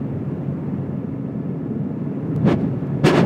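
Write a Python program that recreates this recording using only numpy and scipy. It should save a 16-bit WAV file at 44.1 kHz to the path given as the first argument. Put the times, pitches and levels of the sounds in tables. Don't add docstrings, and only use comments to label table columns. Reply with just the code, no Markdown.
import sys
import numpy as np
from scipy import signal
from scipy.io import wavfile

SR = 44100
rng = np.random.default_rng(int(sys.argv[2]) if len(sys.argv) > 2 else 0)


def persist_wave(psi):
    counts = np.round(np.clip(psi, -1, 1) * 32767).astype(np.int16)
    wavfile.write(sys.argv[1], SR, np.atleast_2d(counts).T)


N = 143325
TIME = np.arange(N) / SR
BLADE_HZ, FIRST_BLADE_S = 19.44, 0.00856


def from_db(db):
    return 10 ** (np.asarray(db) / 20)


def rms_one(x):
    return x / np.sqrt(np.mean(x ** 2) + 1e-20)


def in_time(rows):
    seconds, *columns = np.transpose(rows)
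    return [np.interp(TIME, seconds, column) for column in columns]


def drift(rate_hz):
    step = 40
    r = np.exp(-2 * np.pi * rate_hz * step / SR)
    noise = rng.standard_normal(N // step + 2002)
    slow = signal.lfilter([1], [1, -2 * r, r * r], noise)[2000:]
    return np.interp(np.arange(N) / step, np.arange(len(slow)), rms_one(slow))


def filtered(x, order, hz, kind):
    return signal.sosfilt(signal.butter(order, hz, kind, fs=SR, output="sos"), x)


def ring(clicks, hz, t60_s):
    r = np.exp(-np.log(1000) / (t60_s * SR))
    w = 2 * np.pi * hz / SR
    return signal.lfilter([0, np.sin(w)], [1, -2 * r * np.cos(w), r * r], clicks + 1e-18)


def tone(hz):
    cycles = np.cumsum(hz) / SR + rng.random()
    return np.sqrt(2) * np.sin(2 * np.pi * cycles)


def impulses(rows):
    clicks = np.zeros(N)
    for seconds, db in rows:
        clicks[int(seconds * SR)] = from_db(db)
    return clicks


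# (time [s], opening [dB])
GAP = [(2.2, -81), (2.37, -46.5), (2.44, -36.5), (2.48, -14.5), (2.525, -13), (2.565, -37), (2.605, -33),
       (2.64, -32), (2.7, -41), (3.03, -40.5), (3.044, -9.5), (3.066, 7), (3.092, 1), (3.122, -13),
       (3.18, -4), (3.205, -10), (3.225, -17), (3.25, -24)]


def port_opening():
    return in_time(GAP)[0]


# (time [s], level [dB])
OPEN_BASS = [(2.4, 8), (2.5, 2.5), (2.7, 1), (3.05, 2.5), (3.09, -5.5), (3.125, -10), (3.19, -8),
             (3.215, 3), (3.25, -8)]
OPEN_BASS_EDGE_HZ = 200
OPEN_CORNER_HZ, GAP_SLOPE = 4250, 2.31
CORNER_FOLLOWS, LEVEL_FOLLOWS = 0.82, .16


def through_gap(hz, gap_db):
    corner = OPEN_CORNER_HZ * from_db(CORNER_FOLLOWS * gap_db)
    bass_db, = in_time(OPEN_BASS)
    bass_share = 1 / (1 + (hz / OPEN_BASS_EDGE_HZ) ** 4)
    level_db = LEVEL_FOLLOWS * gap_db + bass_db * bass_share
    return from_db(level_db) / np.sqrt(1 + (hz / corner) ** GAP_SLOPE)


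def at_the_port(hz, covered_db, open_db, swell_db, gap_db):
    return np.hypot(from_db(covered_db + swell_db), from_db(open_db) * through_gap(hz, gap_db))


# (pitch at full speed [Hz], rms through the cover before its swell [dB],
# rms through the port before the gap acts [dB])
WHINES = [(643, -57, -45), (1288, -66, -46), (1718, -65, -34), (1952, -88, -44), (2337, -90, -45),
          (2942, -92, -46)]
# (time [s], share of full speed [1])
GEAR_SPEED = [(0, .997), (1.4, 1.0), (2.3, .999), (2.6, .995), (3.06, .99), (3.25, .989)]
# (time [s], level [dB])
WHINE_LEVEL = [(0, -6), (.9, -2), (1.4, 1.5), (1.9, 1), (2.2, 0), (2.7, 4), (3.25, 3)]
WHINE_WAVER_DB, WHINE_WANDER = 0.5, .0005


def gear_whine(gap_db):
    speed, = in_time(GEAR_SPEED)
    swell_db, = in_time(WHINE_LEVEL)
    out = 0
    for hz, covered_db, open_db in WHINES:
        level = at_the_port(hz, covered_db, open_db, swell_db, gap_db)
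        waver = from_db(WHINE_WAVER_DB * drift(14))
        pitch = hz * (speed + WHINE_WANDER * drift(10.4))
        out = out + level * waver * tone(pitch)
    return out


# (pitch [Hz], rms through the cover before its swell [dB],
# rms through the port before the gap acts [dB])
HUMS = [(66, -53.5, -45), (96.8, -40, -33), (116.7, -41, -30.5), (137.9, -34, -22.5), (243.4, -45, -33.5),
        (279.7, -46, -29.5)]
# (time [s], level [dB])
HUM_LEVEL = [(0, 2.5), (.2, 0.5), (1.0, 1), (1.3, -3.5), (2.3, -7.5), (2.65, -5), (3.25, -11)]
HUM_WAVER_DB, HUM_WANDER_HZ = 4, 0.62


def hum(gap_db):
    swell_db, = in_time(HUM_LEVEL)
    out = 0
    for hz, covered_db, open_db in HUMS:
        level = at_the_port(hz, covered_db, open_db, swell_db, gap_db)
        waver = from_db(HUM_WAVER_DB * drift(16))
        pitch = hz + HUM_WANDER_HZ * drift(1.13)
        out = out + level * waver * tone(pitch)
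    return out


HOLLOW_HZ, HOLLOW_T60_S = 359, 0.071
HOLLOW_DB, HOLLOW_FOLLOWS = -17.5, 0.53


def hollow(gap_db):
    ringing = rms_one(ring(rng.standard_normal(N), HOLLOW_HZ, HOLLOW_T60_S))
    return from_db(HOLLOW_DB + HOLLOW_FOLLOWS * gap_db) * ringing


# (time [s], peak level [dB])
TICKS = [(2.363, -26.5), (2.378, -40), (2.613, -38), (2.87, -40)]
# (time [s], strength of the push [dB])
BUMPS = [(2.476, -12), (3.042, -8)]
TICK_DULL_HZ = 1800
BUMP_HZ, BUMP_T60_S = 167.7, 0.11


def handling():
    softening = np.exp(-2 * np.pi * TICK_DULL_HZ / SR)
    ticks = signal.lfilter([1], [1, -softening], impulses(TICKS))
    bumps = ring(impulses(BUMPS), BUMP_HZ, BUMP_T60_S)
    return ticks + filtered(bumps, 2, BUMP_HZ / 2, "high")


# (pitch [Hz], relative strength [dB], time to fade by 60 dB [s])
CABIN_MODES = [(118, -5, 0.16), (171, 1, .035), (220, 1.5, 0.056), (269.7, -2, 0.15), (372, -5.5, 0.037),
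               (470, -8, 0.036)]
THUMP_DB, THUMP_SPREAD_DB = -32, 2


def blade_thumps():
    times = np.arange(FIRST_BLADE_S, TIME[-1], 1 / BLADE_HZ)
    samples = (times * SR).astype(int)
    out = 0
    for k, (hz, db, t60_s) in enumerate(CABIN_MODES):
        pushes = np.zeros(N)
        pushes[samples] = from_db(db + THUMP_SPREAD_DB * rng.standard_normal(len(times)))
        out = out + (-1) ** k * ring(pushes, hz, t60_s)
    return from_db(THUMP_DB) * rms_one(filtered(out, 2, [90, 520], "band"))


def band_gains(spectrum, centres):
    hz, db = np.transpose(spectrum)
    density = from_db(np.interp(np.log(centres), np.log(hz), db))
    gains = density * np.sqrt(centres)
    return gains / np.linalg.norm(gains)


# (pitch [Hz], relative power per Hz [dB])
COVERED = [(25, -39.5), (50, -28), (75, -23.5), (110, -8), (170, 4.5), (250, -4.5), (400, -10),
           (600, -18.5), (800, -25), (1100, -28), (1550, -35.5), (2000, -38), (2350, -42), (2750, -44),
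           (3300, -53), (4500, -59), (7000, -63.5), (11000, -69), (15500, -67.5)]
# (pitch [Hz], relative power per Hz [dB])
OPEN = [(25, -47), (60, -29.5), (100, -9), (150, 2), (250, -3.5), (370, -6), (480, -8), (620, -10.5),
        (950, -16), (1700, -19.5), (2700, -21), (4000, -26), (6500, -31.5), (9000, -34.5), (10500, -42.5),
        (13000, -41.5), (15500, -44)]
# (time [s], bass only [dB], all pitches, doubling toward the treble [dB])
COVERED_LEVEL = [(0, 0.5, 0.5), (.3, -2, 0.66), (.75, 0, 0.5), (1.2, -1, -0.5), (1.7, 4, -0.5), (2.1, 2, 0),
                 (2.3, 4.5, 1), (2.8, -1, 1), (3.25, -1, 1)]
COVERED_DB, OPEN_DB = -27.5, -12.5
BASS_EDGE_HZ = 250
THROB_DB, THROB_HZ, THROB_OCTAVES = 1.5, 304, 0.89
BUFFET_DB, BUFFET_PER_S = -0.47, 22
FLICKER_DB, FLICKER_PER_S = 0.55, 24


def roar(gap_db):
    edges = 22 * 2 ** (np.arange(30) / 3)
    centres = np.sqrt(edges[1:] * edges[:-1])
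    covered, opened = band_gains(COVERED, centres), band_gains(OPEN, centres)
    bass_db, wide_db = in_time(COVERED_LEVEL)
    blade = np.cos(2 * np.pi * BLADE_HZ * (TIME - FIRST_BLADE_S))
    buffet_db = BUFFET_DB * drift(BUFFET_PER_S)
    white = rng.standard_normal((2, N))
    out = 0
    for k, hz in enumerate(centres):
        band = rms_one(filtered(white[k % 2], 3, edges[k:k + 2], "band"))
        bass = 1 / (1 + (hz / BASS_EDGE_HZ) ** 2)
        swell_db = bass * (bass_db + buffet_db) + (2 - bass) * wide_db
        muffled = covered[k] * from_db(COVERED_DB + swell_db)
        direct = opened[k] * from_db(OPEN_DB) * through_gap(hz, gap_db)
        octaves_away = np.log2(hz / THROB_HZ)
        throb_db = THROB_DB * np.exp(-.5 * (octaves_away / THROB_OCTAVES) ** 2) * blade
        flicker_db = FLICKER_DB * drift(FLICKER_PER_S)
        out = out + band * np.hypot(muffled, direct) * from_db(throb_db + flicker_db)
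    return out


def scene():
    gap_db = port_opening()
    background = gear_whine(gap_db) + hum(gap_db) + hollow(gap_db)
    return (background + handling() + blade_thumps() + roar(gap_db))[None]


OVERLOAD = 0.99
RUMBLE_CUT_HZ, CUTOFF_HZ = 60, 15800


def record(dry):
    rounded = OVERLOAD * np.tanh(dry / OVERLOAD)
    thinned = filtered(rounded, 2, RUMBLE_CUT_HZ, "high")
    return signal.sosfilt(signal.ellip(12, .1, 90, CUTOFF_HZ, fs=SR, output="sos"), thinned)


dry = scene()
out = record(dry)
persist_wave(out)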